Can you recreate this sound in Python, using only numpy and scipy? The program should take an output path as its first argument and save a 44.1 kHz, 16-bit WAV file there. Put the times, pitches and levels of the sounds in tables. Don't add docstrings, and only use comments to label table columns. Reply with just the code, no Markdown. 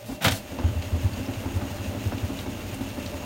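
import sys
import numpy as np
from scipy import signal
from scipy.fft import rfft, irfft, next_fast_len
from scipy.io import wavfile
from scipy.ndimage import map_coordinates

SR = 44100
rng = np.random.default_rng(int(sys.argv[2]) if len(sys.argv) > 2 else 0)


def unload_wav(signal):
    wavfile.write(
        sys.argv[1],
        SR,
        np.round(np.clip(np.atleast_2d(signal).T, -1, 1) * 32767).astype(np.int16),
    )


N = 143325
T = np.arange(N) / SR
TURN_S, PADDLES = 0.5076, 3
LOADED_S = 0.686


def amp(db):
    return 10 ** (np.asarray(db) / 20)

def unit(x):
    return x / np.sqrt(np.mean(x ** 2) + 1e-20)

def along(points, hz):
    freqs, values = np.transpose(points)
    return np.interp(np.log(hz + 1), np.log(freqs + 1), values)

def wobble(rate):
    return map_coordinates(rng.standard_normal(int(N * rate / SR) + 4), [T * rate])

def filtered(x, response):
    size = next_fast_len(N + SR // 2)
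    return irfft(rfft(x, size) * response(np.fft.rfftfreq(size, 1 / SR)), size)[:N]

def noise(spectrum, grain_db):
    grains = rng.standard_normal(N) * amp(grain_db * wobble(400))
    return unit(filtered(grains, lambda hz: amp(along(spectrum, hz))))

def band(hz, width):
    return unit(filtered(rng.standard_normal(N), lambda f: 1 / (1 + ((f - hz) / width) ** 2)))

def stroke(start, rise, hold, fade):
    return np.clip((T - start) / rise, 0, 1) * amp(-60 * np.maximum(T - start - rise - hold, 0) / fade)

def ring(hz, fade, attack):
    t = np.arange(SR // 2) / SR
    envelope = (1 - np.exp(-(t / attack) ** 2)) * amp(-60 * t / fade)
    return envelope / envelope.max() * np.sin(2 * np.pi * hz * t)

def add(track, start, sound):
    part = track[max(round(start * SR), 0):][:len(sound)]
    part += sound[:len(part)]

def paddle_wave(peak_s):
    return np.cos(2 * np.pi * PADDLES * (T - peak_s) / TURN_S)


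# (frequency [Hz], fade time [s])
ECHO_FADES = [(100, 0.55), (1000, 0.35), (4000, 0.24), (14000, 0.3)]
def room(x):
    hz, t, spectrum = signal.stft(rng.standard_normal(SR // 2), SR, nperseg=256)
    fading = amp(-60 * t / along(ECHO_FADES, hz)[:, None])
    tail = signal.istft(spectrum * fading, SR, nperseg=256)[1]
    return signal.fftconvolve(x, tail / np.linalg.norm(tail))[:N]

# (pitch [Hz], width [Hz], level [dB])
HUM_BANDS = [(113.2, 5.9, -51.5), (273.5, 5.4, -57.5), (593.7, 27.6, -47.5), (799, 55, -57.5),
             (2723, 26, -57)]
def hum():
    return sum(amp(db) * band(hz, width) for hz, width, db in HUM_BANDS)

# (time [s], level [dB])
WHIRR_LEVELS = [(0, -47.5), (.12, -48.5), (.19, -52.5), (.42, -46), (.65, -45.5), (.92, -44), (1.35, -43),
                (1.9, -42.5), (2.7, -43), (3.25, -43)]
# (frequency [Hz], relative level [dB])
WHIRR_COLOUR = [(500, 5.5), (1100, -2), (1700, 0), (2800, 1.5), (3800, -2), (4900, -5), (6000, -5.5),
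                (6950, -4), (7650, -12), (8300, -6.5), (9800, -11), (10400, -15.5), (11500, -10.5),
                (15500, -9)]
def whirr():
    level_db = np.interp(T, *np.transpose(WHIRR_LEVELS))
    swell_db = 0.6 * paddle_wave(peak_s=0.2)
    flutter_db = wobble(35.04)
    return amp(level_db + swell_db + flutter_db) * noise(WHIRR_COLOUR, grain_db=1.1)

# (time [s], level [dB])
RUMBLE_LEVELS = [(0, -59), (.12, -34.5), (.19, -48), (.45, -42.5), (.62, -34.5), (.9, -37.5), (1.3, -35.5),
                 (2.1, -36), (2.7, -37), (3.25, -37)]
# (frequency [Hz], relative level [dB])
RUMBLE_COLOUR = [(15, -47), (26, -18), (39, -2), (58, -0.5), (110, 0.5), (160, -8.5), (208, 3), (275, -3),
                 (410, -10), (520, -10.5), (700, -13), (900, -14), (1100, -18.5), (2000, -25), (5000, -40)]
def rumble():
    level_db = np.interp(T, *np.transpose(RUMBLE_LEVELS))
    flutter_db = 0.8 * wobble(25.03)
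    return amp(level_db + flutter_db) * noise(RUMBLE_COLOUR, grain_db=2.0)

# (pitch [Hz], width [Hz], relative level [dB])
BRUSH_BANDS = [(2750, 400, 5), (6660, 470, -0.5)]
def brush(level_db=-54):
    swell_db = 6 * paddle_wave(peak_s=0.16)
    fade_in = np.clip(T / LOADED_S, 0, 1)
    hiss = unit(sum(amp(db) * band(hz, width) for hz, width, db in BRUSH_BANDS))
    return fade_in * amp(level_db + swell_db) * hiss

def throb(beats_per_turn=6, first_db=-26.5, drop_db_per_s=1.9):
    out = np.zeros(N)
    for start in np.arange(LOADED_S, N / SR, TURN_S / beats_per_turn):
        db = first_db - drop_db_per_s * (start - LOADED_S) + rng.normal(0, 1.2)
        hz = 99 * rng.normal(1, 0.073)
        add(out, start, amp(db) * ring(hz, fade=0.13, attack=0.015))
    return out

# (time [s], level [dB], pitch [Hz], width [Hz])
WALL_TAPS = [(0.2462, -17.5, 1960, 880), (0.252, -27.5, 5000, 6030), (0.2814, -17, 1870, 3050),
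             (0.3197, -25, 2470, 3200), (0.822, -36, 2780, 2450), (1.132, -42.5, 4500, 250),
             (1.166, -46, 4040, 2940), (1.262, -48, 5300, 200), (1.335, -39.5, 3160, 2000),
             (1.84, -40, 2680, 1500), (2.12, -30.5, 730, 696), (2.181, -38.5, 2810, 1490),
             (2.388, -36, 3340, 900), (2.616, -41, 2060, 700), (2.742, -42, 8800, 2000),
             (3.061, -37, 3730, 2470), (3.073, -44, 5450, 900)]
def ticks():
    return sum(amp(db) * stroke(start, rise=0.0008, hold=0.001, fade=0.042) * band(hz, width)
               for start, db, hz, width in WALL_TAPS)

# (time [s], ring level [dB], scuff level [dB])
DRUM_HITS = [(0.084, -33.5, -39), (0.114, -47, -51), (0.257, -28, -38), (0.509, -34.5, -57),
             (.58, -30, -34), (.63, -32, -36.5), (.935, -34, -45), (1.192, -35, -59), (1.275, -31.5, -40),
             (1.445, -28, -38), (1.607, -30.5, -35), (1.775, -32, -40), (1.943, -31.5, -43),
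             (2.119, -29.5, -39), (2.29, -29, -50), (2.454, -28, -37), (2.801, -28.5, -40),
             (2.971, -31.5, -39), (3.13, -33.5, -40)]
# (pitch [Hz], relative level [dB], fade time [s])
DRUM_TONES = [(205, -12, 0.24), (244.9, -5, 0.097), (267.6, -0.5, 0.11), (308.4, -12.5, 0.17),
              (346.3, -10, 0.29), (589.4, -10.5, 0.084), (818, -14, 0.049)]
# (frequency [Hz], relative level [dB])
SCUFF_COLOUR = [(150, -14), (300, -6), (600, 7), (850, -1.5), (1200, -4), (2500, -11), (6000, -23.5),
                (15000, -57)]
def bumps():
    ringing, scuffs = np.zeros(N), np.zeros(N)
    for start, ring_db, scuff_db in DRUM_HITS:
        for hz, tone_db, fade in DRUM_TONES:
            delay = rng.uniform(0, 0.004)
            gain = amp(ring_db + tone_db + rng.standard_normal())
            add(ringing, start + delay, gain * ring(hz, fade, attack=0.009))
        scuffs += amp(scuff_db) * stroke(start, rise=0.009, hold=0.0028, fade=0.11)
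    return ringing + scuffs * noise(SCUFF_COLOUR, grain_db=3.0)

# (time [s], level [dB], rise [s], hold [s], fade time [s])
SWISH_STROKES = [(0.204, -28, 0.022, 0.013, 0.14), (0.246, -20, 0.0035, 0.034, 0.069),
                 (0.301, -36, 0.0023, 0.0064, 0.3), (0.634, -47, .008, .035, 0.1),
                 (0.848, -46, 0.0092, 0.01, .1)]
# (frequency [Hz], relative level [dB])
SWISH_COLOUR = [(80, -22), (160, 8), (260, -4), (390, -15.5), (520, 0), (700, 0.5), (1050, -9),
                (1700, -5.5), (2500, -8.5), (3400, -7), (4700, -20), (6500, -20.5), (10500, -31),
                (15500, -22)]
# (time [s], level [dB], rise [s], hold [s], fade time [s])
SLIDE_STROKES = [(0.055, -48, 0.0071, 0.1, 0.071), (.217, -36.5, 0.0061, 0.012, 0.088),
                 (0.243, -26, 0.0012, 0.0037, 0.1), (0.308, -33, .002, 0.0056, 0.19),
                 (0.338, -41, 0.013, 0.024, 0.092)]
# (frequency [Hz], relative level [dB])
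SLIDE_COLOUR = [(1000, -32), (4000, 3.5), (8000, -1), (15000, -3)]
def toss():
    swish = sum(amp(db) * stroke(start, *shape) for start, db, *shape in SWISH_STROKES)
    slide = sum(amp(db) * stroke(start, *shape) for start, db, *shape in SLIDE_STROKES)
    return swish * noise(SWISH_COLOUR, grain_db=-1.0) + slide * noise(SLIDE_COLOUR, grain_db=0.5)

# (time [s], level [dB], pitch [Hz])
LOAD_DROPS = [(0.256, -18, 101), (0.31, -21, 101.6), (0.59, -30, 88.5), (0.636, -14.5, 83.5),
              (0.755, -22, 83.7), (.922, -17.5, 87.8), (0.959, -27, 86), (1.04, -14.5, 92),
              (1.552, -19.5, 93), (1.872, -25.5, 89), (2.056, -19.5, 92.8), (2.225, -20, 91.4)]
# (pitch [Hz], relative level [dB], fade time [s])
TUB_TONES = [(83.1, -15, 0.61), (225.5, -20.5, 0.18), (44, -22.5, 0.17)]
def thuds(attack_s=0.015):
    out = np.zeros(N)
    tub = sum(amp(db) * ring(hz, fade, attack_s) for hz, db, fade in TUB_TONES)
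    for start, db, hz in LOAD_DROPS:
        boom = ring(hz, fade=0.11, attack=attack_s)
        add(out, start, amp(db) * (boom + tub))
    return out


def scene():
    load = toss() + bumps() + ticks()
    echo = amp(-10) * room(load)
    return (load + echo + thuds() + throb() + brush() + rumble() + whirr() + hum())[None]

def record(dry):
    return filtered(dry[0], lambda hz: hz < 15850)[None]


dry = scene()
out = record(dry)
unload_wav(out)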